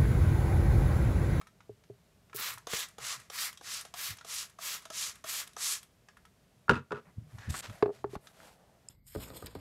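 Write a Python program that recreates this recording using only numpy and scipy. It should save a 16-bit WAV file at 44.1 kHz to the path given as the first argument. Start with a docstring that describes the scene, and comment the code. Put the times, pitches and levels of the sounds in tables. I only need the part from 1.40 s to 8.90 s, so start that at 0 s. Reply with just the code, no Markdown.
"""Brushing long hair beside a laptop

A plastic hairbrush makes eleven quick strokes in a small bedroom: tiny clicks of sliding hair swell into a hiss.
Most strokes begin with a hollow tap of the brush head, and single bristles tick: ringing modes and noise bursts.
The brush clatters onto the desk; a hand bumps, rubs and knocks the laptop: ringing modes, thumps and slides.
Near the end a soft noisy hum around 636 Hz is heard, perhaps the laptop's fan or the room.
A short echo and quiet room noise lie around it all, and the laptop's gain control turns down on loud peaks.
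"""
import sys
import numpy as np
from scipy import signal
from scipy.fft import rfft, irfft, next_fast_len
from scipy.io import wavfile
from scipy.ndimage import uniform_filter1d

SR = 44100
rng = np.random.default_rng(int(sys.argv[2]) if len(sys.argv) > 2 else 0)


def store_pcm(level_fs):
    """Save levels as 16-bit WAV."""
    pcm = np.round(np.clip(level_fs, -1, 1) * 32767).astype(np.int16)
    wavfile.write(sys.argv[1], SR, np.atleast_2d(pcm).T)


N = 330617
T = np.arange(N) / SR
RING = T[:SR // 2]  # clock of one short sound, half a second


def amp(db):
    """Turn decibels into gain."""
    return 10 ** (np.asarray(db) / 20)


def unit(x):
    """Scale to an average strength (rms) of 1."""
    return x / np.sqrt(np.mean(x ** 2))


def add(out, s, x):
    """Mix x into out from time s [s]."""
    i = max(int(s * SR), 0)
    out[i:i + len(x)] += x[:len(out) - i]


def colour(x, points, peak=None):
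    """Shape the tone of x by (pitch [Hz], level [dB]) points and one optional resonance (Hz, width Hz, dB)."""
    size = next_fast_len(len(x))
    f = np.maximum(np.arange(size // 2 + 1) * SR / size, 1)
    hz, db = np.transpose(points)
    curve = np.interp(np.log(f), np.log(np.sort(hz)), db)
    if peak is not None:
        peak_hz, width_hz, peak_db = peak
        curve = curve + peak_db / (1 + (2 * (f - peak_hz) / width_hz) ** 2)
    return irfft(rfft(x, size) * amp(curve), size)[:len(x)]


def keep_below(x, hz):
    """Keep the part of x below a pitch, without shifting it in time."""
    return signal.sosfiltfilt(signal.butter(6, hz, fs=SR, output="sos"), x)


def registers(x):
    """Split a sound into low, middle and top parts, each scaled to rms 1."""
    low, below_top = keep_below(x, 2400), keep_below(x, 8200)
    return unit(low), unit(below_top - low), unit(x - below_top)


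def slips(size, per_s, spread_db):
    """Make a train of tiny clicks at random moments and of very unequal strength."""
    happens = rng.random(size) < per_s / SR
    return happens * rng.standard_normal(size) * amp(spread_db * rng.standard_normal(size))


def flutter(size, per_s):
    """Make random wavering with a spread near 1: straight lines between random points."""
    place = np.arange(size) * per_s / SR
    return np.interp(place, np.arange(size), rng.standard_normal(size))


def fade(t60, rise=0.00093):
    """Rise quickly and roundly, then die away by 60 dB in t60 [s]."""
    return (1 - np.exp(-(RING / rise) ** 2)) * np.exp(-np.log(1000) * RING / t60)


def ring(modes, detune):
    """Let each mode build up within a cycle and ring out, each slightly detuned at random."""
    rings = []
    for hz, db, t60 in modes:
        cycles = hz * (1 + detune * rng.standard_normal()) * RING
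        build_up = 1 - np.exp(-(2 * cycles) ** 2)
        rings.append(amp(db) * build_up * fade(t60) * np.sin(2 * np.pi * cycles))
    return np.array(rings)


def slide(grain, times, levels_db, rise_db, fall_db, flatness, waver_db):
    """Swell and sink in an arch, as friction does with speed; each register wavers on its own."""
    start, loudest, end = times
    age = T[:len(grain)]
    before = np.maximum(loudest - start - age, 0) / max(loudest - start, 1 / SR)
    after = np.maximum(start + age - loudest, 0) / max(end - loudest, 1 / SR)
    out = 0
    for part, db, power in zip(registers(grain), levels_db, flatness):
        arch_db = -rise_db * before ** power - fall_db * after ** power
        waver = waver_db * flutter(len(grain), per_s=47.6)
        out = out + part * amp(db + arch_db + waver)
    return out * np.minimum(age / .004, 1)  # ease in over 4 ms


# colour of the quiet room: (pitch [Hz], level relative to the other points [dB])
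ROOM_TONE = [(15, -39.5), (25, -17), (48, -4), (157, -5), (185, -4.5), (223, -10), (317, -17.5), (344, -16),
             (405, -13), (545, -18), (624, -14), (818, -21), (7920, -31), (14000, -35), (16000, -46)]
ROOM_DB = -66


def room_air():
    """Quiet rumble and hiss of the room: coloured noise that wavers slightly."""
    noise = unit(colour(rng.standard_normal(N), ROOM_TONE))
    return amp(ROOM_DB) * noise * amp(0.24 * flutter(N, per_s=7.3))


# colour of flicking bristles: (pitch [Hz], level within its register [dB])
BRISTLE_COLOUR = [(120, -43), (350, -17.5), (700, -5), (1200, 8.5), (2000, 0.5), (3500, 8), (4500, 3),
                  (6200, 4.5), (8500, -4.5), (11000, -6), (16000, -27)]


def bristle_burst(t60, low_db, mid_db, top_db):
    """A few stiff bristles flick almost at once: a short noise burst whose low part starts soonest."""
    low, mid, top = registers(colour(rng.standard_normal(len(RING)), BRISTLE_COLOUR))
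    bright = amp(mid_db) * mid + amp(top_db) * top
    return fade(t60, rise=0.00036) * amp(low_db) * low + fade(t60, rise=0.0011) * bright


# single bristles snap free and plastic ticks in the fingers:
# (time [s], low level [dB], middle level [dB], top level [dB])
TICKS = [(0.013, -46.5, -53.5, -59), (0.07, -53, -54, -60), (0.2049, -52.5, -60, -80),
         (0.4372, -60.5, -61, -76), (0.8968, -57, -64, -82), (0.9299, -41.5, -55, -66),
         (1.136, -55, -55, -40), (1.1756, -41, -79, -68), (2.173, -54.5, -45, -55), (2.41, -47, -43, -38.5),
         (2.7846, -53, -45, -69), (2.81, -43.5, -50, -66), (4.132, -66, -54, -59),
         (4.429, -56.5, -49.5, -49), (4.6853, -47, -53.5, -68), (4.7694, -52, -61, -63),
         (4.8518, -55, -57.5, -62), (5.9837, -46.5, -49.5, -76), (6.2963, -45, -51, -74),
         (6.8697, -51, -49, -62), (7.002, -48.5, -68, -79)]


def bristle_ticks():
    """Each tick is one short bristle burst with its own mix of low, middle and top."""
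    out = np.zeros(N)
    for s, low_db, mid_db, top_db in TICKS:
        add(out, s, bristle_burst(0.034, low_db, mid_db, top_db))
    return out


def bedroom(x, t60):
    """Short, soft echo of a furnished room: fading noise stands in for many reflections."""
    tail_colour = [(60, -8.5), (200, -9.0), (1500, -6.5), (5000, -8.0), (15000, -10.0)]
    tail = colour(rng.standard_normal(len(RING)), tail_colour)
    tail = tail * fade(t60) * (1 - np.exp(-RING / 0.0024))
    return signal.fftconvolve(x, tail / np.sqrt(np.sum(tail ** 2)))[:N]


PLACE_SCATTER_DB = 2.5  # each blow lands on another spot and wakes the modes differently


def knocks(modes, blows, detune, boom_lag_s, thud_lag_s, crack_db, crack_t60, crack_colour, grip_db_per_s):
    """Blows make four families of modes ring, with a noisy crack; the heavy, low ones answer late."""
    out = np.zeros(N)
    family = np.searchsorted([300, 850, 1900], np.transpose(modes)[0])  # boom, thud, clack, crack
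    for s, *force_db in blows:
        scatter_db = PLACE_SCATTER_DB * rng.uniform(-1, 1, (len(modes), 1))
        # the grip shortens every ring
        rings = ring(modes, detune) * amp(scatter_db - grip_db_per_s * RING)
        for k, lag in enumerate((boom_lag_s, thud_lag_s, 0, 0)):
            add(out, s + lag, amp(force_db[k]) * rings[family == k].sum(0))
        crack = unit(colour(rng.standard_normal(len(RING)), crack_colour)) * fade(crack_t60, rise=0.0004)
        add(out, s, amp(force_db[-1] + crack_db) * crack)
    return out


RATTLE_GAP_S, RATTLE_DROP_DB = .0095, 24  # average time between bounces; loss of force over a rattle's length


def bounces(rattles, scatter_db, count):
    """A rattle is a run of uneven little blows that hold their force for a while, then die quickly."""
    blows = []
    for s, length, *force_db in rattles:
        gaps = RATTLE_GAP_S * rng.uniform(.7, 1.3, count)
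        ages = np.cumsum(gaps) - gaps[0]
        for age, luck in zip(ages, rng.standard_normal((count, 4))):
            drop_db = RATTLE_DROP_DB * (age / length) ** 3
            blows.append((s + age, *(force_db + scatter_db * luck - drop_db)))
    return blows


# laptop shell: (pitch [Hz], level [dB], time to fade by 60 dB before the grip damps it [s])
SHELL_MODES = [(118.2, -10, 0.18), (209, -24, 0.075), (410, -10.5, 0.014), (413.4, 3.5, 0.066),
               (473, -22, 0.09), (564, -7.5, 0.037), (636, -7.5, 0.033), (717, -28, 0.019),
               (890, 3.5, 0.016), (1082, 2.5, 0.012), (1426, -9, 0.018), (1710, -20.5, 0.034),
               (2350, -8.5, 0.02), (3300, -30.5, 0.016), (4300, -10, 0.015)]
# bumps on the shell: (time [s], boom force [dB], thud force [dB], clack force [dB], crack force [dB])
SHELL_BLOWS = [(0.292, -34.5, -38, -74, -76), (0.497, -32.5, -40.5, -76, -72), (0.945, -35, -42, -64, -70),
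               (6.4249, -24, -12, -15, -25), (6.4582, -55, -23, -22.5, -39.5),
               (6.642, -49, -26.5, -23.5, -45), (6.731, -50, -36.5, -59, -63)]
# the laptop chatters on the desk:
# (time [s], length [s], boom force [dB], thud force [dB], clack force [dB], crack force [dB])
SHELL_RATTLES = [(6.478, 0.035, -38, -28.5, -37, -58), (6.753, 0.018, -47, -46, -29.5, -42)]
# noisy crack of a blow on the shell: (pitch [Hz], level relative to the other points [dB])
SHELL_CRACK = [(40, -21), (200, -7), (1000, 9), (2200, -7), (4500, -16), (7000, -36), (15000, -44)]


def laptop_knocks():
    """A hand bumps the laptop: its shell modes ring briefly, and some bumps rattle on."""
    blows = SHELL_BLOWS + bounces(SHELL_RATTLES, scatter_db=2.5, count=4)
    return knocks(SHELL_MODES, blows, detune=0.034, boom_lag_s=0.0041, thud_lag_s=0.0019,
                  crack_db=0.5, crack_t60=0.039, crack_colour=SHELL_CRACK, grip_db_per_s=32)


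# knotted strands tear apart:
# (start [s], peak [s], end [s], low level [dB], middle level [dB], top level [dB])
RIPS = [(0.942, 0.967, 0.984, -69, -44.5, -33), (0.978, 1.006, 1.016, -48, -61, -34.5)]


def tearing():
    """Knotted strands give way in a short spray of bright, separate clicks."""
    out = np.zeros(N)
    for start, peak, end, *levels_db in RIPS:
        clicks = slips(SR // 10, per_s=1700, spread_db=3)
        grain = colour(clicks, [(500, -3), (1500, -5), (8000, -1.5), (15000, 7)])
        add(out, start, slide(grain, (start, peak, end), levels_db, rise_db=23, fall_db=15,
                              flatness=(1.6, 1.6, 1.6), waver_db=1.0))
    return out


# colour of sliding hair: (pitch [Hz], level within its register [dB])
HAIR_COLOUR = [(150, -51), (400, -13), (600, -10.5), (850, -8), (1130, 3), (1480, -1), (1900, 1), (2600, 0),
               (5000, 0), (7900, 0.5), (8200, -3.5), (11000, -3.5), (13500, -8.5), (16000, -22.5)]


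def hair_grain(sheen, air_db):
    """Hundreds of strands stick and slip on the bristles, catching in small bunches."""
    size = SR // 2
    bunching = amp(.9 * flutter(size, per_s=160))
    grain = slips(size, per_s=22000, spread_db=1.2) * bunching
    return colour(colour(grain, HAIR_COLOUR, sheen), [(10500, 0), (15000, air_db)])


# one pull of the brush: (lands [s], lets go [s], share of the pull at which it is fastest,
# hiss level [dB], drone level above hiss [dB], sizzle level above hiss [dB],
# settling hair level [dB], parting tick level [dB])
STROKES = [(0.948, 1.18, 0.43, -39, -4, -2.5, -62.5, -50),
           (1.268, 1.485, 0.54, -37, -8, -6.5, -59.5, -53.5),
           (1.582, 1.799, 0.53, -39.5, -7, -8.5, -55.5, -53.5),
           (1.901, 2.128, 0.56, -39.5, -5, -1.5, -59.5, -52.5),
           (2.212, 2.455, 0.56, -41.5, -9, -7, -58.5, -69), (2.538, 2.77, 0.46, -41, -7, -2, -60, -56),
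           (2.844, 3.097, 0.47, -40.5, -11, -5, -64, -58), (3.184, 3.421, .48, -39, -9, -4, -58, -58),
           (3.504, 3.755, 0.44, -38, -12.5, -6, -59, -56),
           (3.838, 4.074, 0.44, -39, -8.5, -2.5, -59, -49.5),
           (4.165, 4.414, 0.47, -34.5, -13.5, -4, -66, -68)]
# the taut strands favour one band in each stroke: (pitch [Hz], width [Hz], level [dB], airy top level [dB])
SHEEN = [(3800, 1700, 5, 11), (3360, 640, 4, 6), (5700, 3500, 0.5, -3), (4700, 6800, 22, 11.5),
         (5260, 2500, 4.5, -2), (4150, 7500, 11, 10), (5800, 3800, 3, -2), (4530, 3600, 1.5, 8),
         (6260, 2500, 4, -4), (5600, 3000, -1, 5), (7000, 10800, 12.5, 2)]
PULL_RISE_DB, PULL_FALL_DB = 29, 39.5  # the hiss lies this far under its peak at landing and at letting go
# shape of the swell, higher is flatter on top: (drone power, hiss power, sizzle power)
PULL_FLATNESS = (5, 3.09, 3.06)
SETTLE_RISE_S, SETTLE_DB_PER_S = .03, 205  # freed hair swings back and comes to rest
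# mix of the settling hair: (low level [dB], middle level [dB], top level [dB])
SETTLE_COLOUR_DB = (-3, -3, -9.5)


def brushing():
    """Each pull swells and slows; the last bristles let go with a tick and the hair falls back."""
    out = np.zeros(N)
    settle_drop_db = SETTLE_DB_PER_S * np.maximum(RING - SETTLE_RISE_S, 0)
    settling = np.minimum(RING / SETTLE_RISE_S, 1) * amp(-settle_drop_db)
    for stroke, (*sheen, air_db) in zip(STROKES, SHEEN):
        lands, lets_go, share, hiss_db, drone_db, sizzle_db, settle_db, tick_db = stroke
        times = lands, lands + share * (lets_go - lands), lets_go
        levels_db = hiss_db + drone_db, hiss_db, hiss_db + sizzle_db
        pull = slide(hair_grain(sheen, air_db), times, levels_db,
                     PULL_RISE_DB, PULL_FALL_DB, PULL_FLATNESS, waver_db=0.93)
        add(out, lands, pull)
        loose = amp(SETTLE_COLOUR_DB) @ np.array(registers(hair_grain(None, air_db=-7)))
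        add(out, lets_go - SETTLE_RISE_S, amp(settle_db) * settling * loose)
        add(out, lets_go, amp(tick_db) * bristle_burst(t60=0.028, low_db=-3, mid_db=3.5, top_db=5.0))
    return out


# soft thumps that reach the microphone through the desk:
# (time of the middle [s], pitch [Hz], time from the middle until 11 dB weaker [s], level [dB])
THUMPS = [(1.153, 122, 0.037, -54.5), (1.339, 111, 0.0019, -37), (1.63, 130, 0.027, -56),
          (1.785, 128, 0.023, -57), (2.706, 143, 0.012, -48), (2.723, 95, 0.019, -45.5),
          (5.68, 167, 0.016, -57), (5.783, 102, 0.011, -33), (5.819, 111, 0.018, -42.5),
          (5.865, 151, 0.044, -53.5), (5.949, 120, 0.015, -39), (5.988, 111, 0.031, -48),
          (6.089, 103, 0.016, -30), (6.101, 80, 0.016, -26.5), (6.13, 136.6, 0.011, -43),
          (6.302, 105, 0.016, -36), (6.346, 167, 0.0086, -48.5), (6.68, 124.8, 0.089, -51.5),
          (6.765, 87, 0.0015, -29.5)]


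def thumps():
    """Soft, slow pushes rock the laptop for a few cycles, with a dull rumble of the contact."""
    out, t = np.zeros(N), RING - RING.mean()
    rumble_colour = [(30, 8), (80, 17), (220, 8.5), (400, -12), (900, -26), (3000, -78)]
    for s, hz, length, db in THUMPS:
        rumble = unit(colour(rng.standard_normal(len(t)), rumble_colour))
        rocking = np.cos(2 * np.pi * hz * t) + amp(-8.0) * rumble
        swell = 1 / np.cosh(np.clip(1.93 * t / length, -20, 20))
        add(out, s + t[0], amp(db) * rocking * swell)
    return out


# hollow brush head: (pitch [Hz], level within its family [dB], time to fade by 60 dB before damping [s])
BRUSH_MODES = [(490, 3, 0.045), (516, 16, 0.054), (678, 26, 0.16), (773, -34, 0.09), (1130, -12, 0.12),
               (1212, 4, 0.037), (1516, -0.5, 0.026), (3500, -12, 0.027), (6160, 5, 0.0094)]
# the brush head taps against hair and hand:
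# (time [s], low modes level [dB], middle modes level [dB], high modes level [dB], bristles level [dB])
LANDINGS = [(1.269, -37, -40, -32.5, -39), (1.582, -39.5, -47.5, -40.5, -45),
            (1.899, -43, -47.5, -38.5, -42), (2.21, -46.5, -54, -44, -54), (2.45, -56, -44, -48, -44.5),
            (2.539, -52, -40, -40, -39.5), (2.846, -48, -46.5, -45, -46.5), (3.186, -64, -46, -37, -53),
            (3.453, -64, -46.5, -42, -44), (3.501, -48, -41.5, -39, -42), (3.84, -49, -40, -37.5, -42.5),
            (4.164, -44, -43.5, -32.5, -46)]
TAP_DAMPING_T60_S = .05  # extra fading


def brush_taps():
    """The hollow head rings when pushed, soon smothered by hair and fingers, and the bristles flick."""
    out, push_size = np.zeros(N), SR // 100
    family = np.searchsorted([600, 950], np.transpose(BRUSH_MODES)[0])  # low, middle, high
    for s, *head_db, bristle_db in LANDINGS:
        # the rows of bristles touch one after another, which spreads the push
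        push = slips(push_size, per_s=9900, spread_db=9.0) * fade(0.028, rise=0.0006)[:push_size]
        rings = ring(BRUSH_MODES, detune=0.042)
        modes = signal.fftconvolve(rings, push[None], axes=1)[:, :len(RING)]
        for k, db in enumerate(head_db):
            tap = modes[family == k].sum(0) * fade(TAP_DAMPING_T60_S)
            add(out, s, amp(db) * tap / np.abs(tap).max())
        add(out, s, amp(bristle_db) * bristle_burst(t60=0.037, low_db=-5, mid_db=0.0, top_db=-7.0))
    return out


# a tangle gives way: (time [s], pluck pitch [Hz], pluck level [dB], snap level [dB])
SNAGS = [(1.3337, 473, -23.5, -18.5), (1.3361, 470, -47, -21)]


def tangle_snap():
    """A tangle gives way with a short plucked tone and a very brief bristle burst."""
    out = np.zeros(N)
    for s, hz, pluck_db, snap_db in SNAGS:
        add(out, s, amp(pluck_db) * fade(0.019) * np.sin(2 * np.pi * hz * RING))
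        add(out, s, amp(snap_db) * bristle_burst(t60=.005, low_db=0, mid_db=0, top_db=-6))
    return out


# desk with the brush on it: (pitch [Hz], level [dB], time to fade by 60 dB before the grip damps it [s])
DESK_MODES = [(87.5, -16, 0.25), (131.4, -9.5, 0.21), (234.7, -9.5, 0.18), (330, -15.5, .06),
              (417.4, 0.5, 0.08), (471.5, -2.5, 0.064), (640, -15, 0.073), (798, -20.5, 0.052),
              (961, -4.5, .035), (1184, -13, 0.081), (1287, -14, .05), (1356, -4, 0.041), (1430, -3, 0.031),
              (1610, -15.5, 0.057), (1820, -15.5, 0.037), (2040, -3, 0.02), (2360, -5.5, .022),
              (2640, 0, 0.024), (2740, -0.5, .02), (3150, -10.5, .02), (3550, -9.5, 0.033),
              (3970, -8, 0.023), (4660, -5, 0.011)]
# the brush is put down on the desk:
# (time [s], boom force [dB], thud force [dB], clack force [dB], crack force [dB])
DESK_BLOWS = [(5.281, -27, -38, -27.5, -56), (5.294, -13, -15.5, -5, -19.5),
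              (5.309, -8.5, -14.5, -15, -28.5), (5.5073, -43, -30, -33, -52),
              (5.519, -27, -25.5, -21.5, -38.5), (5.526, -34, -41, -27.5, -58)]
# it rattles before it lies still:
# (time [s], length [s], boom force [dB], thud force [dB], clack force [dB], crack force [dB])
DESK_RATTLES = [(5.333, 0.069, -23, -37.5, -25, -40), (5.546, 0.061, -49, -44, -37, -52.5)]
# noisy crack of a blow on the desk: (pitch [Hz], level relative to the other points [dB])
DESK_CRACK = [(40, -15), (120, 23), (450, 1), (800, -12), (1400, 5), (2600, 0), (4200, -10), (6000, -13),
              (10000, -23.5), (15000, -40)]


def desk_clatter():
    """The brush lands on the desk: blows and rattles make the desk modes ring, strongly damped."""
    blows = DESK_BLOWS + bounces(DESK_RATTLES, scatter_db=1.5, count=8)
    return knocks(DESK_MODES, blows, detune=0.023, boom_lag_s=0.0056, thud_lag_s=.007,
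                  crack_db=5.5, crack_t60=0.048, crack_colour=DESK_CRACK, grip_db_per_s=200)


# palm and sleeve slide over the laptop; the last rows, from 6.929 s on, are a steady hum near 636 Hz,
# perhaps its fan or the room; an end before the loudest moment means a sudden stop:
# (start [s], loudest [s], end [s], low level [dB], middle level [dB], top level [dB],
# resonance pitch [Hz], resonance width [Hz], resonance level [dB])
SLIDES_AND_HUM = [(5.647, 5.66, 5.72, -60.5, -81, -87, 1670, 1200, -9),
                  (5.871, 5.97, 6.4, -63.5, -72, -72, 1690, 1200, -6.5),
                  (5.991, 6.026, 6.15, -54, -62.5, -85, 1750, 600, 12),
                  (6.09, 6.11, 6.08, -53, -45.5, -47.5, 7500, 3120, 6.5),
                  (6.108, 6.203, 6.21, -49, -45.5, -46.5, 7760, 3000, 7),
                  (6.139, 6.143, 6.16, -37, -51, -62, 1400, 1100, 12),
                  (6.221, 6.248, 6.28, -48, -50, -61, 1670, 1200, 2),
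                  (6.277, 6.315, 6.44, -57, -65, -67.5, 635, 250, 12),
                  (6.516, 6.55, 6.615, -60, -64, -71, 600, 442, 7),
                  (6.692, 6.761, 6.76, -59.5, -61, -65, 1050, 650, 2),
                  (6.806, 6.87, 6.93, -65, -73, -67.5, 636, 720, 9),
                  (6.929, 7.065, 7.14, -57.5, -63.5, -66.5, 636, 720, 13),
                  (7.128, 7.21, 7.5, -67.5, -94, -92.5, 636, 720, 18)]
# colour of the rubbing and the hum before the resonance: (pitch [Hz], level within its register [dB])
RUB_COLOUR = [(150, 4), (350, -2), (600, 2), (900, 2), (1500, 4), (2500, 0.5), (4500, -2.5), (7500, -6),
              (9000, -13.5), (12000, -14.5), (16000, -32.5)]
SLIDE_EDGE_DB = 10.5  # loss at both ends of a row


def rubbing_and_hum():
    """Skin and cloth drag in tiny, uneven slips; the late hum is the same grain through a 636 Hz resonance."""
    out, size = np.zeros(N), SR // 2
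    for start, loudest, end, low_db, mid_db, top_db, *resonance in SLIDES_AND_HUM:
        unevenness = amp(1.2 * flutter(size, per_s=90))
        grain = slips(size, per_s=12000, spread_db=1.5) * unevenness
        sound = slide(colour(grain, RUB_COLOUR, resonance), (start, loudest, end), (low_db, mid_db, top_db),
                      SLIDE_EDGE_DB, SLIDE_EDGE_DB, flatness=(2, 2.1, 1.4), waver_db=0.35)
        add(out, start, sound)
    return out


# thin plastic edge: (pitch [Hz], level [dB], time to fade by 60 dB [s])
EDGE_MODES = [(2670, -23.5, 0.011), (5170, -6, 0.0088), (7330, 3.5, 0.0065), (8300, -6.5, 0.011),
              (10700, -11, 0.01)]
# its single flick: (time [s], level [dB])
EDGE_FLICK = (7.486, -27)


def edge_flick():
    """A fingernail flicks a thin plastic edge, whose high modes ring very briefly."""
    out = np.zeros(N)
    s, db = EDGE_FLICK
    add(out, s, amp(db) * ring(EDGE_MODES, detune=.005).sum(0))
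    return out


def scene():
    """Mix brush, desk, laptop and hum, with an echo of the contacts, over the quiet noise of the room."""
    air = room_air()
    contacts = bristle_ticks() + brush_taps() + tangle_snap()
    shell = laptop_knocks()
    hair = tearing() + brushing()
    desk = desk_clatter()
    to_room = amp(-15) * hair + amp(-8) * contacts + amp(-13.5) * desk + amp(-19.5) * shell
    echo = bedroom(to_room, t60=0.18)
    return (hair + contacts + desk + shell + thumps() + rubbing_and_hum() + edge_flick() + echo + air)[None]


TOP_HZ = 15700  # nearly nothing passes above this


def record(dry, threshold_db=-19, squeeze=0.25, release_db_per_s=32, bass_hz=42):
    """The microphone sheds deep bass; gain control dips on loud peaks and recovers slowly; the top is cut."""
    x = signal.sosfilt(signal.butter(2, bass_hz, "high", fs=SR, output="sos"), dry)
    peak_db = 20 * np.log10(np.abs(x[0]) + 1e-9)
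    # remember the loudest peak, letting it sink steadily
    held_db = np.maximum.accumulate(peak_db + release_db_per_s * T) - release_db_per_s * T
    excess_db = uniform_filter1d(np.maximum(held_db - threshold_db, 0), size=64)
    gain = amp(-squeeze * excess_db)
    return signal.sosfilt(signal.ellip(10, .2, 80, TOP_HZ, fs=SR, output="sos"), x * gain)


dry = scene()
out = record(dry)
store_pcm(out)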